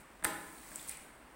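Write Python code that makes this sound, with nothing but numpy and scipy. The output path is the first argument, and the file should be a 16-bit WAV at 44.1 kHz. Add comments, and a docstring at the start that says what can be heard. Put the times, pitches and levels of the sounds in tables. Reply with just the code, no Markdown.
"""Squeegee on a wet tiled floor.

A hard, echoing room; one microphone, far enough off to hear the walls answer. A plastic squeegee is
set down: its head clacks and the wet rubber blade slaps. Pushed through the film of water, the blade
hisses, ticks and squelches, and the head taps faintly on its handle."""
import sys
import numpy as np
from scipy import signal
from scipy.fft import rfft, irfft
from scipy.io import wavfile

SR = 44100
rng = np.random.default_rng(int(sys.argv[2]) if len(sys.argv) > 2 else 0)


def file_out(sig):
    """Save sig as 16-bit WAV at sys.argv[1]."""
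    # one column per channel
    cols = np.atleast_2d(sig).T
    # limit, then scale
    lim = np.clip(cols, -1, 1)
    pcm = np.round(lim * 32767).astype(np.int16)
    wavfile.write(sys.argv[1], SR, pcm)


N = 59535


def from_db(db):
    """Decibels to gain."""
    return 10 ** (np.asarray(db) / 20)


def rms_one(x):
    """Scale to unit rms."""
    return x / np.sqrt(np.mean(x ** 2) + 1e-20)


def at_hz(table, hz, column=1):
    """Read one column of a table on a log-frequency axis."""
    table = np.array(table)
    return np.interp(np.log(hz + 1e-9), np.log(table[:, 0]), table[:, column])


def coloured(x, spectrum):
    """Give a noise its spectrum, at unit rms."""
    gain = from_db(at_hz(spectrum, np.fft.rfftfreq(N, 1 / SR)))
    return rms_one(irfft(rfft(x) * gain, N))


def clicks(rows):
    """One impulse for each row of (time [s], level [dB])."""
    out = np.zeros(N)
    for s, db in rows:
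        out[int(s * SR)] += from_db(db)
    return out + 1e-18


def crackle(per_s, spread_db):
    """Random clicks of either sign; a negative spread scatters their levels downward."""
    sizes = from_db(spread_db * np.minimum(rng.exponential(1, N), 4))
    signs = rng.choice([-1, 1], N)
    return sizes * signs * (rng.random(N) < per_s / SR) + 1e-18


def ring(x, hz, t60):
    """A unit click sets a sine of height 1 ringing."""
    r, w = from_db(-60 / (t60 * SR)), 2 * np.pi * hz / SR
    return signal.lfilter([0, np.sin(w)], [1, -2 * r * np.cos(w), r * r], x)


def resonance(x, hz, width_hz):
    """Band-pass with gain 1 at its peak."""
    r, w = np.exp(-np.pi * width_hz / SR), 2 * np.pi * hz / SR
    return signal.lfilter(np.array([1, 0, -1]) * (1 - r * r) / 2, [1, -(1 + r * r) * np.cos(w), r * r], x)


def dying(t60):
    """Envelope that loses 60 dB in t60 seconds."""
    return from_db(-60 * np.arange(N) / SR / t60)


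def swell(s, rise_s, hz, width_hz, db):
    """Resonant noise that rises from time s and dies away."""
    age = np.maximum(np.arange(N) / SR - s, 0) / rise_s
    noise = resonance(rng.standard_normal(N), hz, width_hz)
    noise = resonance(noise, hz, 2 * width_hz)
    return from_db(db) * age * np.exp(1 - age) * rms_one(noise)


def room_tone(level_db=-57.5):
    """The steady, low background of the house."""
    # spectrum of the background: (frequency [Hz], relative density [dB])
    spectrum = [(20, -7), (32, -2), (55, 5.5), (85, -12), (120, -10), (170, -5), (260, -0.5), (450, -7),
                (1000, -5), (2100, -10), (3100, -19), (6000, -30.5), (9000, -38), (15500, -40)]
    return from_db(level_db) * coloured(rng.standard_normal(N), spectrum)


def stroke():
    """How hard the blade scrapes over time, as a gain."""
    # course of the push: (time [s], level [dB])
    levels = [(0, -60), (0.05, -71), (0.25, -69.5), (0.42, -59), (0.55, -58.5), (0.649, -57), (0.75, -52.5),
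              (0.858, -54), (0.91, -49), (0.969, -63), (1.04, -63.5), (1.12, -71), (1.35, -70.5)]
    return from_db(np.interp(np.arange(N) / SR, *np.transpose(levels)))


def scrape(hiss_db=-2):
    """Tiny slips of the rubber over a smooth hiss, following the stroke."""
    # colour of rubber on wet tile: (frequency [Hz], relative density [dB])
    spectrum = [(200, 1.5), (500, 2.5), (1000, 6), (2200, 12), (3200, 0.5), (6000, 5), (9000, 8.5),
                (12500, 4), (15500, 12.5)]
    slips = rms_one(crackle(per_s=1900, spread_db=-4))
    hiss = from_db(hiss_db) * rng.standard_normal(N)
    return stroke() * coloured(slips + hiss, spectrum)


def bursting_beads(per_s=900, pitches=16, ring_cycles=14, relative_db=-9.5):
    """Beads of water burst along the blade, each ringing briefly; their level follows the stroke."""
    beads = np.zeros(N)
    for hz in np.linspace(2390, 15100, pitches):
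        bursts = crackle(per_s / pitches, spread_db=3)
        beads += ring(bursts, hz, t60=ring_cycles / hz)
    return from_db(relative_db) * stroke() * rms_one(beads)


def head_knocks():
    """The plastic head knocks on the tiles or its handle; every knock rings the same modes."""
    # blows to the head: (time [s], level [dB])
    knocks = [(0.2255, -20.5), (0.2409, -12.5), (0.2457, -8.5), (0.2497, -1.5), (0.2519, -5.5),
              (0.716, -24.5), (0.7588, -55)]
    # modes of head and handle: (frequency [Hz], gain [dB], t60 [s])
    modes = [(76, -47, 0.094), (164, -43.5, 0.052), (331, -39, 0.088), (430, -42, 0.045),
             (624.6, -31.5, 0.074), (854, -35, 0.071), (1052, -26, 0.014), (1355, -23, 0.011),
             (1620, -22.5, 0.034), (1830, -19.5, 0.0088), (2106, -24, 0.016), (2460, -34, 0.017),
             (3570, -32, 0.0083), (4500, -36.5, 0.0028)]
    blows = clicks(knocks)
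    return sum((-1) ** k * from_db(db) * ring(blows, hz, t60) for k, (hz, db, t60) in enumerate(modes))


def blade_snaps(spray_db=-24.5, low_cut_hz=4600):
    """The wet blade snaps on the tiles: a click and a spray of droplets, ringing at their own pitch."""
    # snaps of the blade: (time [s], level [dB], pitch [Hz])
    snaps = [(0.2262, -34, 9300), (0.2389, -13.5, 9600), (0.2409, -22, 8450), (0.2458, -3, 9050),
             (0.2503, -8.5, 8000), (0.265, -23, 11100), (0.2686, -14.5, 10000), (0.7588, -11, 7880),
             (0.76, -39, 7400), (0.828, -24, 8000), (0.878, -19, 10600), (0.8865, -17, 8360),
             (0.888, -33, 7960), (0.8943, -9.5, 9660), (0.9131, -19, 8800), (0.972, -23, 8600)]
    crack_db, crack_db_per_db = -13.5, 0.32   # harder snaps have a larger broadband share
    out = np.zeros(N)
    for s, db, hz in snaps:
        spray = from_db(spray_db) * dying(t60=0.038) * rng.standard_normal(N)
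        snap = clicks([(s, db)]) + from_db(db) * np.pad(spray, (int(s * SR), 0))[:N]
        crack = from_db(crack_db + crack_db_per_db * db) * snap
        out += resonance(snap, hz, width_hz=1220) + crack
    return signal.sosfilt(signal.butter(1, low_cut_hz, "high", fs=SR, output="sos"), out)


def thuds(rise_s=0.0033, width_share=0.25):
    """The rubber gives as it meets the floor: dull, short bumps."""
    # bumps of the blade: (time [s], pitch [Hz], level [dB])
    bumps = [(0.228, 149, -54.5), (0.241, 706, -41.5), (0.71, 230, -62), (1.019, 610, -54.5)]
    return sum(swell(s, rise_s, hz, width_share * hz, db) for s, hz, db in bumps)


def swishes():
    """Water is pushed aside as the blade lands and as it stops."""
    # rushes of water: (time [s], rise [s], pitch [Hz], width [Hz], level [dB])
    rushes = [(0.2442, 0.0024, 3380, 2880, -37.5), (0.245, 0.0016, 13500, 6000, -33.5),
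              (0.262, 0.01, 11400, 9100, -53), (0.893, 0.02, 2000, 1400, -59.5),
              (1.005, 0.0065, 646, 400, -59)]
    return sum(swell(*rush) for rush in rushes)


def squelches(rise_s=0.0022, width_share=0.2):
    """Small pockets of water are squeezed from under the rubber."""
    # spurts of water: (time [s], pitch [Hz], level [dB])
    spurts = [(0.794, 3670, -53), (0.899, 1950, -48.5), (0.913, 4070, -59.5), (0.921, 2500, -51.5),
              (0.951, 2130, -59), (0.974, 2000, -51), (0.991, 1940, -58), (1.059, 1530, -60)]
    return sum(swell(s, rise_s, hz, width_share * hz, db) for s, hz, db in spurts)


def room_echo(x, first_echo_s=0.0055, build_s=0.0022):
    """Dense echoes off the tiles build up quickly and die away, each band at its own rate."""
    # reverberation of the room: (frequency [Hz], gain [dB], t60 [s])
    reverb = [(69.6, -1, 1), (157, 5, 0.49), (287, 4.5, .9), (615, -0.5, 0.72), (1020, 2.5, 0.83),
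              (1690, -4.5, 0.86), (3150, -1, 0.69), (6100, -2, 0.46), (9300, -9.5, 0.83),
              (15300, -8.5, 0.62)]
    t, hz = np.arange(N) / SR, np.fft.rfftfreq(N, 1 / SR)
    build = 1 - np.exp(-np.maximum(t - first_echo_s, 0) / build_s)
    white, response = rfft(rng.standard_normal(N)), np.zeros(N)
    edges_hz = np.geomspace(45, 18000, 23)
    for low, high in zip(edges_hz, edges_hz[1:]):
        centre = np.sqrt(low * high)
        band = irfft(white * ((hz >= low) & (hz < high)), N)
        tail = band * build * dying(at_hz(reverb, centre, column=2))
        unit_gain = np.sqrt(2 * (high - low) / SR / N)
        response += from_db(at_hz(reverb, centre)) * rms_one(tail) * unit_gain
    return signal.fftconvolve(x, response)[:N]


def standing_waves(x):
    """Standing waves between the walls ring on as hollow notes after a knock."""
    # notes of the room: (pitch [Hz])
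    pitches = [160, 222, 294, 323, 412, 640, 812, 859, 1028, 1302]
    # strength of each note: (gain [dB])
    gains = [-48.5, -48, -49, -55.5, -52, -62, -60, -74.5, -62.5, -82]
    return sum(from_db(db) * ring(x, hz, t60=0.87) for hz, db in zip(pitches, gains))


def scene():
    """At the microphone: the direct squeegee, its echo and the room tone, alike in both channels."""
    squeegee = head_knocks() + blade_snaps() + thuds()
    squeegee += scrape() + bursting_beads() + squelches() + swishes()
    background = room_tone()
    mono = squeegee + room_echo(squeegee) + standing_waves(squeegee) + background
    return np.array([mono, mono])


def record(dry, cutoff_hz=15900):
    """The microphone port rings in the treble; the top is cut steeply."""
    # resonances of the port: (frequency [Hz], gain [dB], width [Hz])
    port = [(7930, 5.5, 540), (8740, 7, 650), (9780, 3.5, 1730)]
    for hz, db, width_hz in port:
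        dry = dry + (from_db(db) - 1) * resonance(dry, hz, width_hz)
    return signal.sosfilt(signal.ellip(10, .2, 70, cutoff_hz, fs=SR, output="sos"), dry)


dry = scene()
out = record(dry)
file_out(out)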